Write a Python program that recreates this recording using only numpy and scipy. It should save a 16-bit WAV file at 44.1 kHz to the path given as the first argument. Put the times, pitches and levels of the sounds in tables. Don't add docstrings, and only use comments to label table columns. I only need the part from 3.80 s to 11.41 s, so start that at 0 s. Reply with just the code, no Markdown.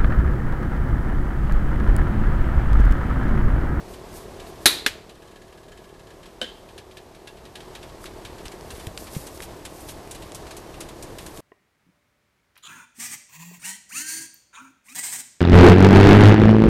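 import sys
import numpy as np
from scipy import signal
from scipy.fft import rfft, irfft
from scipy.io import wavfile
from scipy.ndimage import uniform_filter1d

SR = 44100
rng = np.random.default_rng(int(sys.argv[2]) if len(sys.argv) > 2 else 0)


def dump_mix(stems):
    frames = np.atleast_2d(stems).T
    limited = np.clip(frames, -1, 1)
    pcm = np.round(limited * 32767).astype(np.int16)
    wavfile.write(sys.argv[1], SR, pcm)


def makeup_ratio(level_db):
    decades = np.asarray(level_db, float) / 20
    return 10 ** decades


N = 335424

# frequency in Hz, density in dB per Hz.
AIR_SPECTRUM = [(12, -25), (30, -2.5), (120, -8), (200, -11), (300, -10), (390, -7), (520, -10), (700, -11),
                (1100, -15), (1400, -22), (1700, -21), (2400, -26), (4500, -28), (14000, -39)]
# multiple of the blade rate, level on the counter in dB, level above the pan in dB.
BLADE_PARTIALS = [(1, -8, -8), (4, -10, -11), (5, -9, -10), (6, -12, -10), (8, -14, -4), (9, -5, -1),
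                  (10, 0, -6), (11, -5, -9), (12, -6, -6), (14, -10, -10), (15, -12, -12), (17, -7, -6),
                  (18, -8, -11), (19, -13, -13), (24, -18, -12), (29, -16, -13)]
# time in seconds, drone over air in dB, share above the pan 0-1.
FAN_POSITION = [
    (0, -4, 0),
    (3.8, -4, 0),
    (4.8, -6, .3),
    (5.3, -6, 1),
    (7.61, -6, 1),
]
# frequency in Hz, density in dB per Hz.
SIZZLE_SPECTRUM = [(900, -30), (1500, -10), (3100, -9), (4700, -4), (7000, -4), (9300, -2), (12000, -3.5),
                   (14500, -5)]
# centre in seconds, level in dB, half width in seconds.
BUBBLE_RUSHES = [(.105, -57, .012), (.14, -53, .015), (.362, -46, .028), (.43, -57, .015), (.69, -53, .012),
                 (.83, -51, .012), (4.97, -52, .06), (5.21, -49, .03), (5.36, -43, .03), (5.42, -52, .02),
                 (5.47, -52, .015), (5.55, -52, .035), (5.635, -45, .015), (5.99, -49, .05),
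                 (6.1, -46, .015), (4.24, -52, .02), (7.45, -54, .05), (7.58, -52, .03)]
# time in seconds, sizzle gain in dB, hand rumble gain in dB.
PAN_APPROACH = [
    (0, 0, 0),
    (3.9, 0, -1),
    (4.4, 0, -1),
    (4.9, 2.5, 1.5),
    (5.5, 7, 1.5),
    (5.7, 2, 0),
    (6.05, 4.5, .5),
    (6.8, 2, 1.5),
    (7.61, 4, 2),
]
# start in seconds, peak in dB, ring in Hz.
FAR_SPITS = [(.136, -41, 3190), (.597, -37, 2460), (.6634, -45, 2470), (1.2929, -39, 2970),
             (2.4294, -44, 3200), (2.4563, -42, 2830), (2.8878, -45, 3390), (2.978, -35, 1730),
             (3.1103, -46, 2380), (3.1692, -37, 1730), (3.3473, -44, 2280), (3.4719, -35, 2750),
             (3.5693, -47, 1670), (3.6516, -42, 1900), (3.7539, -33, 3140), (3.8038, -40, 3190),
             (3.9499, -33, 1730), (4.0277, -38, 2240), (4.0894, -49, 1750), (4.2552, -33, 2240),
             (4.4488, -32, 2250), (4.58, -40, 2250)]
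# start in seconds, relative level in dB.
PATTER_DROPS = [(1.35, -3), (1.42, 0), (1.474, -1), (1.512, -1), (1.557, 3), (1.616, 2), (1.679, -2),
                (1.724, 0), (1.774, 0), (1.831, -1), (1.881, -1), (1.918, 3), (1.973, 3), (2.039, -1),
                (2.089, -2), (2.14, -3), (2.193, 2), (2.269, 1), (2.303, 2)]
# start in seconds, peak in dB, dull part in dB, bright part in dB.
NEAR_SPITS = [(4.6533, -34, -6, -7), (4.7164, -43, 0, -3), (4.9038, -35, -4, -5), (4.9494, -42, -8, -7),
              (4.9955, -38, -7, -7), (5.2684, -37, -3, -8), (5.348, -38, -3, -6), (5.4669, -37, -8, -2),
              (5.6211, -33, -10, -5), (5.8504, -32, -10, -4), (6.0864, -33, -11, -5), (6.3096, -37, -11, 3),
              (6.347, -38, -8, -6), (6.4208, -38, -9, -8), (6.546, -38, -10, 4), (6.6667, -39, -5, -9),
              (6.7077, -36, -7, -6), (6.7659, -40, -11, 2), (6.9396, -40, -8, -11), (7.004, -32, -12, -2),
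              (7.0863, -39, -8, -6), (7.2239, -40, -10, 4), (7.3831, -33, -7, -6), (7.4614, -41, -1, 2)]
# frequency in Hz, level in dB, t60 in seconds.
PAN_RESONANCES = [(1670, 0, .17), (1740, -4, .14), (2700, -8, .1), (3120, -2, .1), (3900, -8, .08),
                  (5200, -9, .07), (6900, -7, .07), (7350, -10, .07)]
# frequency in Hz, level in dB, t60 in seconds.
LID_SNAP_MODES = [(255, -9, .07), (361, -9, .08), (1319, -17, .1), (2428, -14, .18), (3315, -12, .1),
                  (3692, -4, .12), (3843, -8, .2), (3941, -4, .15), (4150, -4, .1), (4334, -10, .1),
                  (6750, -16, .06), (10100, -16, .05)]
LID_CLICK_MODES = [(270, -11, .04), (420, -11, .04), (1650, 0, .02), (2600, -8, .012), (3500, -1, .014),
                   (5600, -5, .012)]
JAR_BODY_MODES = [(330, -10, .15), (230, -10, .1), (510, -3, .15), (711, -10, .12), (1520, -6, .12),
                  (1620, -8, .15), (2900, -5, .1), (3042, -2, .2), (3090, 6, .03), (3130, -9, .4),
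                  (3758, -8, .12), (4134, -13, .08), (7700, -14, .06)]
# frequency in Hz, density in dB per Hz.
LID_SNAP_CRACK = [(100, -45), (200, -18), (340, -9), (700, -16), (1900, -10), (3100, -12), (4000, -1),
                  (4900, -14), (7800, -16), (10500, -11), (15500, -22)]
LID_CLICK_CRACK = [(90, -44), (200, -20), (445, -9), (1100, -7), (1700, -3), (2300, -2), (4000, -5),
                   (5500, -10), (13300, -17), (15500, -40)]
JAR_CONTACT_CRACK = [(88, -39), (150, -11), (519, -5), (900, -20), (1630, -12), (2400, -17), (3100, -6),
                     (4200, -14), (5500, -21), (11600, -29), (15500, -50)]
# band centre in Hz, t60 in seconds.
KITCHEN_DECAY = [(200, .45), (1000, .42), (2500, .45), (4000, .47), (6500, .38), (12000, .3)]
# start in seconds, peak in dB, pitch in Hz, fade in seconds, hiss in dB.
CAMERA_TICKS = [
    (4.2418, -28, 1300, .0012, -13),
    (4.6823, -29, 5200, .0004, -15),
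    (4.8099, -35, 5000, .0004, -12),
    (5.0694, -27, 3000, .00025, -8),
    (5.1761, -22, 4500, .00025, -10),
    (5.5762, -40, 5500, .0005, -10),
    (5.6042, -25, 2000, .0005, -15),
    (6.2751, -41, 6000, .0005, -8),
    (6.52, -32, 8000, .0003, -9),
    (7.5742, -32, 7000, .0004, -9),
]
# start in seconds, signed peak, pitch in Hz, fade in seconds.
BODY_KNOCKS = [
    (5.0715, .075, 100, .006),
    (5.3655, -.11, 150, .0065),
    (4.935, -.018, 60, .02),
    (4.66, -.014, 70, .015),
]


def colour(x, points):
    hz, db = np.transpose(points)
    f = np.fft.rfftfreq(len(x), 1 / SR) + 1
    gain = makeup_ratio(np.interp(np.log(f), np.log(hz), db))
    y = irfft(rfft(x) * gain, len(x))
    return y / np.std(y)


def band(x, lo_hz, hi_hz):
    y = signal.sosfilt(signal.butter(2, [lo_hz, hi_hz], "bandpass", fs=SR, output="sos"), x)
    return y / np.std(y)


def walk(rate_hz):
    hold = int(SR / rate_hz)
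    held = rng.standard_normal(512)[np.arange(N) // hold]
    return 1.3 * uniform_filter1d(uniform_filter1d(held, hold), hold)


def add(out, at_s, x):
    i = int(at_s * SR)
    out[i:i + len(x)] += x[:N - i]


def curves(table):
    s, *columns = np.transpose(table)
    return [np.interp(np.arange(N) / SR, s, column) for column in columns]


def fan(air_db, rumble_db):
    blade_hz, throb_hz, throb_peak_s = 37.15, 8.41, 1.415
    whine_hz, whine_db = 7850, -26.5
    drone_db, moved = curves(FAN_POSITION)
    phase = 2 * np.pi * np.cumsum(blade_hz * (1 + .002 * walk(1.5))) / SR
    chop = 1 + .08 * np.sin(phase)
    air = colour(rng.standard_normal(N), AIR_SPECTRUM) * chop * makeup_ratio(.8 * walk(12) + 1.2)
    throb = 1 + .45 * np.cos(2 * np.pi * throb_hz * (np.arange(N) / SR - throb_peak_s))
    drone = np.zeros(N)
    for multiple, counter_db, pan_db in BLADE_PARTIALS:
        partial_db = counter_db + (pan_db - counter_db) * moved + 1.3 * walk(5)
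        drone += makeup_ratio(partial_db) * np.sin(round(multiple) * phase)
    whine_phase = 2 * np.pi * np.cumsum(whine_hz + 35 * walk(40)) / SR
    whine = makeup_ratio(whine_db + 1.5 * walk(15)) * np.sin(whine_phase)
    buffet = band(rng.standard_normal(N), 18, 110) * makeup_ratio(2.0 * walk(6) - 3)
    return (air + whine) * makeup_ratio(air_db) + drone * throb * makeup_ratio(air_db + drone_db) + buffet * makeup_ratio(rumble_db)


def sizzle(level_db):
    step = 32
    t = np.arange(0, N, step) / SR
    rush = sum(makeup_ratio(db) * np.exp(-((t - s) / half_s) ** 2 / 2) for s, db, half_s in BUBBLE_RUSHES)
    rush = rush.repeat(step)[:N]
    sizes = rng.exponential(size=N // step + 1).repeat(step)[:N]
    grain = makeup_ratio(1.5 * sizes)
    loudness = makeup_ratio(level_db + 1.2 * walk(18) - 4) + rush * makeup_ratio(2.2 * walk(60))
    return colour(rng.standard_normal(N) * grain, SIZZLE_SPECTRUM) * loudness


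def three_bands():
    bands_hz = (1000, 2500), (2300, 4400), (5200, 11000)
    return np.array([band(rng.standard_normal(N + SR), lo, hi) for lo, hi in bands_hz])


def spit_rows():
    far = [(s, db, -11, -12, hz, -8) for s, db, hz in FAR_SPITS]
    patter = [(s, -50.5 + db, -7, -9.5, 1560, -14) for s, db in PATTER_DROPS]
    near = [(*row, 1560, -14) for row in NEAR_SPITS]
    return patter + far + near


def spits(noise):
    out, t = np.zeros(N), np.arange(SR // 6) / SR
    spit_s = .016
    burst = (1 - np.exp(-t / .0011)) * (np.exp(-(t / spit_s) ** 1.5) + .4 * np.exp(-t / .004))
    tail = makeup_ratio(-11) * (1 - np.exp(-t / .005)) * np.exp(-t / .05)
    rows = spit_rows()
    wobble = uniform_filter1d(rng.standard_normal((len(rows), len(t))), size=150, axis=1) * 12
    for (s, db, dull_db, bright_db, hz, ring_db), shake in zip(rows, wobble):
        i = int(s * SR)
        dull, middle, bright = noise[:, i:i + len(t)]
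        body = makeup_ratio(dull_db + 4) * dull + middle + makeup_ratio(bright_db + 6) * bright * np.exp(-t / .08)
        ring = makeup_ratio(ring_db) * (1 + shake) * np.sin(2 * np.pi * hz * t) * np.exp(-t / .025)
        add(out, s, makeup_ratio(db - 9.2) * (body * (burst + tail) + ring))
    return out


def pan():
    out, t = np.zeros(N), np.arange(SR // 10) / SR
    hz, mode_db, t60_s = np.transpose(PAN_RESONANCES)[:, :, None]
    fade = np.exp(-np.log(1000) * t / t60_s) * (1 - np.exp(-t / .002))
    drops = [(s, -55.5 + db) for s, db in PATTER_DROPS] + [(s, -15 + db) for s, db, _ in FAR_SPITS]
    for s, db in drops:
        level_shift, pitch_shift = rng.standard_normal((2, len(hz), 1))
        level = makeup_ratio(db + mode_db + 2.5 * level_shift)
        rings = level * np.sin(2 * np.pi * hz * (1 + .006 * pitch_shift) * t) * fade
        add(out, s, rings.sum(axis=0))
    return out


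def kitchen_echo(early, t):
    inner = [np.sqrt(a[0] * b[0]) for a, b in zip(KITCHEN_DECAY, KITCHEN_DECAY[1:])]
    edges_hz = [60] + inner + [16000]
    spectrum, f = rfft(early), np.fft.rfftfreq(len(t), 1 / SR)
    echo = np.zeros(len(t))
    for lo, hi, (_, t60_s) in zip(edges_hz, edges_hz[1:], KITCHEN_DECAY):
        part = irfft(spectrum * ((f >= lo) & (f < hi)), len(t))
        echo += part * np.exp(-np.log(1000) * t / t60_s)
    return echo


def hit(modes, crack, level_db, contact_s, room_db, ring_db):
    t = np.arange(SR // 2) / SR
    rings = np.zeros(len(t))
    for hz, db, t60_s in modes:
        start = 2 * np.pi * rng.random()
        rings += makeup_ratio(db) * np.sin(2 * np.pi * hz * t + start) * np.exp(-np.log(1000) * t / t60_s)
    rattle = 1 + 4.2 * uniform_filter1d(rng.standard_normal(len(t)), size=200)
    early = colour(rng.standard_normal(len(t)), crack)
    direct = early * (np.exp(-t / contact_s) + makeup_ratio(-9) * np.exp(-t / .01))
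    whole = direct + makeup_ratio(room_db - 6) * kitchen_echo(early, t) + makeup_ratio(ring_db) * rings * rattle
    return makeup_ratio(level_db - 6) * whole * (1 - np.exp(-t / .0004))


def shaker():
    out = np.zeros(N)
    snap = hit(LID_SNAP_MODES, LID_SNAP_CRACK, level_db=8, contact_s=.003, room_db=-13, ring_db=-9.5)
    click = hit(LID_CLICK_MODES, LID_CLICK_CRACK, level_db=-1, contact_s=.0009, room_db=-21.5, ring_db=-3)
    jar = hit(JAR_BODY_MODES, JAR_CONTACT_CRACK, level_db=-18, contact_s=.001, room_db=-5, ring_db=-2.5)
    add(out, .8572, snap)
    add(out, 1.0626, click)
    add(out, 2.6146, jar)
    return out


def recorder_gain_db():
    t = np.arange(N) / SR
    duck_s, fall_s, duck_db = .89, .38, -6.5
    recover_s, rise_s = 3.35, 1.0
    ducked = np.clip((t - duck_s) / fall_s, 0, 1)
    recovered = np.clip((t - recover_s) / rise_s, 0, 1)
    return duck_db * (ducked - recovered)


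def handling(noise):
    out, t = np.zeros(N), np.arange(SR // 10) / SR
    hiss_fade = np.exp(-t / .001) + makeup_ratio(-10) * np.exp(-t / .008)
    for s, db, hz, fade_s, hiss_db in CAMERA_TICKS:
        i = int(s * SR)
        hiss = noise[:, i:i + len(t)].sum(axis=0) * hiss_fade
        snap = 1.3 * np.sin(2 * np.pi * hz * t) * np.exp(-t / fade_s)
        add(out, s, makeup_ratio(db) * (snap + makeup_ratio(hiss_db) * hiss))
    for s, peak, hz, fade_s in BODY_KNOCKS:
        add(out, s, peak * 1.5 * np.sin(2 * np.pi * hz * t) * np.exp(-t / fade_s))
    return out


def scene():
    air_db, rumble_db, sizzle_db = -43.5, -49.5, -57
    gain_db = recorder_gain_db()
    near_db, hand_db = curves(PAN_APPROACH)
    noise = three_bands()
    background = fan(air_db + gain_db, rumble_db + gain_db + hand_db) + sizzle(sizzle_db + gain_db + near_db)
    events = spits(noise) + pan() + shaker() + handling(noise[:, SR // 2:])
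    return (background + events)[None]


def roll_off(x):
    return signal.sosfilt(signal.butter(12, 16480, fs=SR, output="sos"), x)


def record(dry):
    ceiling = .63
    top_cut = signal.ellip(10, .2, 45, 13950, fs=SR, output="sos")
    edge = signal.butter(6, 15000, fs=SR, output="sos")
    clipped = np.clip(signal.sosfilt(top_cut, dry), -ceiling, ceiling)
    mix = signal.sosfiltfilt(edge, clipped)
    return roll_off(mix)


dry = scene()
out = record(dry)
dump_mix(out)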